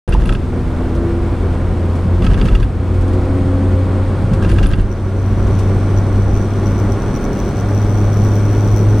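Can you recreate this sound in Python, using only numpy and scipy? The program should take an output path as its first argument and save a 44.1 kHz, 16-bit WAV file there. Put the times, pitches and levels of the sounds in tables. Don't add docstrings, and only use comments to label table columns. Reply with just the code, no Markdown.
import sys
import numpy as np
from scipy import signal
from scipy.fft import rfft, irfft
from scipy.io import wavfile
from scipy.ndimage import uniform_filter1d, minimum_filter1d, map_coordinates

SR = 44100
rng = np.random.default_rng(int(sys.argv[2]) if len(sys.argv) > 2 else 0)


def store_wav(level_fs):
    pcm = np.round(np.clip(np.atleast_2d(level_fs), -1, 1) * 32767)
    wavfile.write(sys.argv[1], SR, pcm.T.astype(np.int16))


N = 396900
TIME = np.arange(N) / SR


def from_db(db):
    return 10 ** (np.asarray(db) / 20)


def rms_one(x):
    return x / np.sqrt(np.mean(x ** 2) + 1e-20)


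def bell(x, centre, half_width):
    return np.exp(-((x - centre) / half_width) ** 2)


def in_time(points):
    return np.interp(TIME, *np.transpose(points))


def at_hz(points, hz):
    f, value = np.transpose(points)
    return np.interp(np.log(hz), np.log(f), value)


def drift(rate):
    knots = rng.standard_normal(4096)
    return map_coordinates(knots, [TIME[::50] * rate], order=3, mode="wrap").repeat(50)[:N]


# frequency in Hz, left-right correlation.
CABIN_LIKENESS = [(30, 0.95), (100, 0.99), (300, 0.98), (700, .95), (1500, 0.84), (3500, 0.85),
                  (6000, 0.61), (9000, 0.64), (10000, -0.13), (11500, -0.75), (16000, -0.35)]
def stereo_noise(spectrum):
    hz = np.maximum(np.fft.rfftfreq(N, 1 / SR), 1)
    outside = np.maximum(hz / spectrum[-1][0], spectrum[0][0] / hz).clip(1)
    mid, side = rfft(rng.standard_normal((2, N))) * from_db(at_hz(spectrum, hz)) / outside ** 2
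    alike = np.clip(at_hz(CABIN_LIKENESS, hz), -1, 1)
    return rms_one(irfft(np.sqrt(1 + alike) * mid + np.sqrt(1 - alike) * side * [[1], [-1]], N))


def resonate(x, hz, width_hz):
    r, w = np.exp(-np.pi * width_hz / SR), 2 * np.pi * hz / SR
    return rms_one(signal.lfilter([1, 0, -1], [1, -2 * r * np.cos(w), r * r], x))


def ring_modes(force, modes):
    out = 0
    for k, (hz, db, t60) in enumerate(modes):
        r, w = from_db(-60 / (t60 * SR)), 2 * np.pi * hz / SR
        ringing = signal.lfilter([0, np.sin(w)], [1, -2 * r * np.cos(w), r * r], force + 1e-18)
        out = out + (-1) ** k * from_db(db) * ringing
    return out


def taps(rows):
    s, db = np.transpose(rows)
    out = np.zeros(N)
    out[np.round(s * SR).astype(int)] = from_db(db)
    return out


def fade(clicks, t60):
    return signal.lfilter([1], [1, -from_db(-60 / (t60 * SR))], clicks + 1e-18)


# time in seconds, firings per second.
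FIRING_RATE = [(0, 81.6), (2.6, 89.3), (5.3, 95.9), (7, 99.55), (9, 104.2)]
def revs():
    firing_hz = in_time(FIRING_RATE)
    return firing_hz, np.cumsum(firing_hz * (1 + .001 * drift(9))) / SR


# time in seconds, level in dB.
DRONE_LEVEL = [(0, -19.5), (1.4, -15), (2.1, -11), (2.55, -16), (3, -9), (3.3, -14.5), (3.75, -10),
               (4.15, -15), (4.8, -11), (5.3, -11), (6.2, -10), (6.55, -14.5), (6.9, -12), (7.15, -24.5),
               (7.45, -22.5), (7.75, -11.5), (9, -8)]
# multiple of the firing rate, level in dB before any lift.
ENGINE_OVERTONES = [(2, -31), (3, -30.5), (4, -32.5), (4.5, -46.5), (5, -46), (6, -43.5), (7, -41.5),
                    (8, -49), (8.5, -45.5), (11, -47.5), (12, -47.5), (14, -50)]
# centre in Hz, half width in Hz, lift in dB.
CABIN_RESONANCES = [(252, 3, 8), (274.5, 3.5, 11), (339.5, 2.6, 14), (362, 6, 5), (522, 12, 7.5),
                    (778, 16, 3)]
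GEAR_ORDER, GEAR_DB = 5.67, -35
def engine(firing_hz, firings):
    def line(order, db, unsteady_db):
        gain = from_db(db + unsteady_db * drift(14))
        return gain * np.sin(2 * np.pi * (order * firings + rng.random()))
    out = line(1, in_time(DRONE_LEVEL), unsteady_db=0.96)
    for order, db in [*ENGINE_OVERTONES, (GEAR_ORDER, GEAR_DB)]:
        lift_db = sum(peak * bell(order * firing_hz, hz, width) for hz, width, peak in CABIN_RESONANCES)
        out = out + line(order, db + lift_db, unsteady_db=1.0)
    return out * from_db([[.2], [-.2]])


# frequency in Hz, relative density in dB.
RUMBLE_SPECTRUM = [(15, -0.5), (25, -32), (32, -1.5), (41, 2), (58, -0.5), (75, -9.5), (110, -8.5)]
# centre in seconds, half length in seconds, lift in dB.
ROUGH_PATCHES = [(3.05, .25, 3), (5.5, 0.17, 5.5), (6.298, 0.08, 6)]
def body_rumble():
    uneven_db = sum(db * bell(TIME, s, length) for s, length, db in ROUGH_PATCHES)
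    gain = from_db(-20 + uneven_db) + from_db(-10) * body_shaking(t60=0.66)
    return gain * stereo_noise(RUMBLE_SPECTRUM)


# frequency in Hz, relative density in dB.
ROAR_SPECTRUM = [(70, -10), (115, 3), (155, -3), (205, 2), (270, -4), (370, -3.5), (480, -9.5), (700, -15),
                 (1050, -18), (1500, -22.5), (2000, -30.5), (3000, -48)]
def tyre_roar(speed):
    return from_db(-20.5 + 0.61 * drift(18)) * speed ** 1.4 * stereo_noise(ROAR_SPECTRUM)


# frequency in Hz, relative density in dB.
HISS_SPECTRUM = [(1200, 1), (2200, 4), (3200, -1), (4500, -6.5), (6500, -10.5), (9000, -13.5), (10500, -14),
                 (12000, -16), (16000, -25)]
# centre in Hz, width in Hz, level in dB at top speed.
BAY_WHINES = [(714, 33, -45.5), (1124, 23, -44.5), (1412, 20, -44), (2230, 64, -50.5), (3270, 530, -52),
              (4190, 38, -58.5), (8180, 50, -58), (8380, 55, -59)]
def hiss_and_whine(speed, firings):
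    pulsing = 1 + 0.091 * np.sin(2 * np.pi * firings)
    hiss = from_db(-43 + .5 * drift(25)) * speed ** 0.57 * stereo_noise(HISS_SPECTRUM)
    flat_noise = stereo_noise([(800, 0), (10000, 0)])
    whine = sum(from_db(db) * resonate(flat_noise, hz, width) for hz, width, db in BAY_WHINES)
    return pulsing * (hiss + whine * (speed / speed.max()) ** 3.8)


# start in seconds, relative boom in dB, relative knock in dB.
STRIPE_GROUPS = [(-.27, -1, -16), (2.052, 0.5, 0.5), (4.238, 0.5, 1.5)]
BOOM_COLUMN, KNOCK_COLUMN = 1, 2
STRIPE_COUNT, STRIPE_GAP_S, REAR_LAG_S = 6, .072, .182
def axle_hits(column, db, lag_s=0):
    rows = np.array([(group[0] + lag_s + k * STRIPE_GAP_S,
                      db + group[column] - 0.3 * rng.standard_normal())
                     for group in STRIPE_GROUPS for k in range(STRIPE_COUNT)])
    return taps(rows[rows[:, 0] >= 0])


def body_shaking(t60):
    level = uniform_filter1d(fade(axle_hits(BOOM_COLUMN, 0, REAR_LAG_S), t60), size=800)
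    return level / level.max()


# frequency in Hz, relative level in dB, t60 in seconds.
BODY_MODES = [(30, -10, .15), (42, -1.5, .26), (58, -6, .16)]
TYRE_MODES = [(128.3, 3, 0.18), (128.4, 2, 0.17), (180, -7, 0.086), (217, -8.5, 0.037),
              (340.5, -17.5, 0.12)]
SUSPENSION_HZ = 75
def stripes():
    blows = axle_hits(BOOM_COLUMN, db=-11) + axle_hits(BOOM_COLUMN, db=-2, lag_s=REAR_LAG_S)
    softened = signal.sosfilt(signal.butter(2, SUSPENSION_HZ, fs=SR, output="sos"), blows + 1e-18)
    boom = ring_modes(softened, BODY_MODES)
    edges = axle_hits(KNOCK_COLUMN, db=-2.1) + axle_hits(KNOCK_COLUMN, db=-6, lag_s=REAR_LAG_S)
    push = fade(edges, t60=.07) * rng.standard_normal(N)
    knock = from_db(-22) * ring_modes(push, TYRE_MODES)
    return signal.sosfilt(signal.butter(2, [18, 420], "band", fs=SR, output="sos"), boom + knock)


# start in seconds, relative contact level in dB, relative snap level in dB.
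DASH_CLACKS = [(0.123, -23, -48), (0.207, -47, -62), (0.254, -27, -48), (0.2906, -17.5, -46),
               (0.3237, -23.5, -44), (0.349, -23, -50), (2.221, -30, -48), (2.2433, -32, -46),
               (2.2647, -20, -47), (2.3413, -21, -52), (2.4126, -20.5, -45), (2.4838, -22.5, -46),
               (2.5496, -18, -40), (2.6274, -24, -52), (4.3335, -35, -42.5), (4.445, -25, -48),
               (4.492, -30, -39.5), (4.514, -23, -52), (4.584, -21, -44), (4.6287, -22, -41),
               (4.659, -22, -47), (4.7342, -17.5, -47), (4.807, -36, -57)]
# frequency in Hz, relative level in dB, t60 in seconds.
PLASTIC_MODES = [(1292, -9.5, 0.055), (1610, -6, 0.035), (1930, -10, 0.021), (2470, -3.5, 0.0097),
                 (2690, -4, 0.025), (2790, -5.5, 0.028), (3414, -4.5, 0.013), (3580, -7.5, 0.0092),
                 (4670, -11.5, .01), (5900, -20, .006)]
# frequency in Hz, relative density in dB.
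SNAP_SPECTRUM = [(1200, 4), (3000, 5), (6000, 0), (8000, -4), (10300, -3), (11500, -8), (16000, -18)]
# centre in Hz, width in Hz, relative level in dB.
HOLLOW_RESONANCES = [(1250, 100, -3), (1600, 110, -0.5), (2710, 450, -8)]
def dashboard():
    clacks = np.array(DASH_CLACKS)
    contact = fade(taps(clacks[:, [0, 1]]), t60=0.032) * stereo_noise([(900, 0), (9000, 0)])
    plastic = from_db(-18.5) * ring_modes(contact, PLASTIC_MODES)
    snap_envelope = uniform_filter1d(fade(taps(clacks[:, [0, 2]]), t60=0.087), size=60)
    snap = from_db(8) * snap_envelope * stereo_noise(SNAP_SPECTRUM)
    ticks = rms_one(from_db(5 * drift(400).clip(-2, 2)) * stereo_noise(SNAP_SPECTRUM))
    hollow = sum(from_db(db) * resonate(ticks, hz, width) for hz, width, db in HOLLOW_RESONANCES)
    chatter = from_db(-40) * body_shaking(t60=0.23) * (ticks + from_db(5) * hollow)
    return (plastic + snap + chatter) * from_db([[-.9], [.9]])


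# start in seconds, relative level in dB.
METAL_JIGGLES = [(.09, -36), (.258, -39.5), (.292, -45), (.335, -43), (2.343, -46), (2.44, -48),
                 (2.555, -48), (2.627, -42), (4.515, -40), (4.538, -40), (4.668, -30.5), (4.688, -40),
                 (4.757, -45), (4.812, -43)]
# frequency in Hz, relative level in dB, t60 in seconds.
METAL_MODES = [(8980, 0.5, .02), (9550, -18, 0.02), (10060, 5.5, .025)]
def metal_jingle():
    jiggle = fade(taps(METAL_JIGGLES), t60=0.022) * stereo_noise([(5000, 0), (14000, 0)])
    return from_db(-18.5) * ring_modes(jiggle, METAL_MODES) * from_db([[-1.5], [1.5]])


# start in seconds, level in dB.
PANEL_BLOW = [(.148, -14)]
# frequency in Hz, relative level in dB, t60 in seconds.
PANEL_MODES = [(880, 0, .05), (1010, -1, .04)]
def panel_knock():
    return ring_modes(taps(PANEL_BLOW), PANEL_MODES)


# start in seconds, level in dB.
TRIM_CREAKS = [(.272, -40), (.95, -44), (1.953, -43), (2.94, -44), (3.01, -42), (3.08, -44), (3.131, -43),
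               (5.473, -43), (5.588, -36.5)]
def trim_creaks():
    envelope = fade(taps(TRIM_CREAKS), t60=0.14)
    return envelope * stereo_noise([(2500, 3), (8000, -4), (10500, -3), (14000, -18)])


# time in seconds, base level in dB.
BUZZ_LEVEL = [(4.8, -58.5), (5.3, -53), (6.2, -54), (7.1, -53.5), (7.8, -49), (9, -46.5)]
# centre in seconds, lift in dB.
BUZZ_FLARES = [(4.92, 11), (5.55, 5), (5.98, 12.5), (6.22, 8), (6.37, 6), (6.42, 9.5), (6.58, 4),
               (6.67, 8.5), (6.79, 11.5), (6.92, 10), (7.02, 7), (7.09, 6), (7.16, 12.5), (7.25, 7),
               (7.33, 8), (7.40, 7), (7.49, 9), (7.60, 6), (8.77, 6), (8.90, 5)]
# frequency in Hz, relative density in dB.
RASP_SPECTRUM = [(4300, -16), (5000, -6), (5600, 1), (6400, -3), (7200, -13)]
TOP_SPECTRUM = [(9000, -25), (10700, -0.5), (12500, -2), (14000, 3), (15500, -2)]
SQUEAK_HZ, TOP_DB_PER_DB = 5845, 0.52
def trim_buzz(firings):
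    loose_db = in_time(BUZZ_LEVEL)
    onset = np.clip((TIME - BUZZ_LEVEL[0][0]) * 20, 0, 1)
    flare_db = sum(db * bell(TIME, s, half_width=0.014) for s, db in BUZZ_FLARES)
    force_db = 2.5 * rng.standard_normal(2048).clip(-2, 2)[firings.astype(int) % 2048]
    flutter_db = 1.8 * drift(22)
    gain = onset * from_db(loose_db + flare_db + flutter_db + force_db)
    scrape = rms_one(bell(firings % 1, 0.61, 0.21))
    squeak_phase = 2 * np.pi * np.cumsum(SQUEAK_HZ + 95 * drift(500)) / SR
    squeak = rms_one(np.sin(squeak_phase)) * from_db([[5], [-13]])
    rasp = from_db(-2.5) * np.array([stereo_noise(RASP_SPECTRUM)[side] for side in range(2)])
    top = stereo_noise(TOP_SPECTRUM) + 0.52 * stereo_noise(TOP_SPECTRUM)[0] * np.array([[1], [-1]])
    sharpness = from_db(TOP_DB_PER_DB * (loose_db + force_db - BUZZ_LEVEL[-1][1]))
    top_pulse = sharpness * rms_one(bell(firings % 1, .5, 0.15))
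    return gain * (scrape * (squeak + rasp) + top_pulse * top * from_db([[-2.5], [-4]]))


def scene():
    firing_hz, firings = revs()
    speed = firing_hz / firing_hz.mean()
    bumps = stripes() + dashboard() + metal_jingle() + panel_knock() + trim_creaks()
    drone = engine(firing_hz, firings)
    road = body_rumble() + tyre_roar(speed) + hiss_and_whine(speed, firings)
    return drone + road + bumps + trim_buzz(firings)


START_S, CUTOFF_HZ = .077, 15900
CEILING, HOLD_S, RECOVER_DB_PER_S = 0.94, 0.15, 9.5
def record(dry):
    opened = dry * np.clip((TIME - START_S) * 2000, 0, 1)
    needed_db = -20 * np.log10(np.maximum(np.abs(opened).max(axis=0) / CEILING, 1))
    half_hold = int(HOLD_S * SR / 2)
    held_db = minimum_filter1d(needed_db, size=2 * half_hold + 1, origin=half_hold)
    recovery_db = RECOVER_DB_PER_S * TIME
    gain_db = np.minimum.accumulate(held_db - recovery_db) + recovery_db
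    gain = from_db(uniform_filter1d(minimum_filter1d(gain_db, size=300), size=300))
    return signal.sosfilt(signal.ellip(10, .1, 80, CUTOFF_HZ, fs=SR, output="sos"), opened * gain)


dry = scene()
out = record(dry)
store_wav(out)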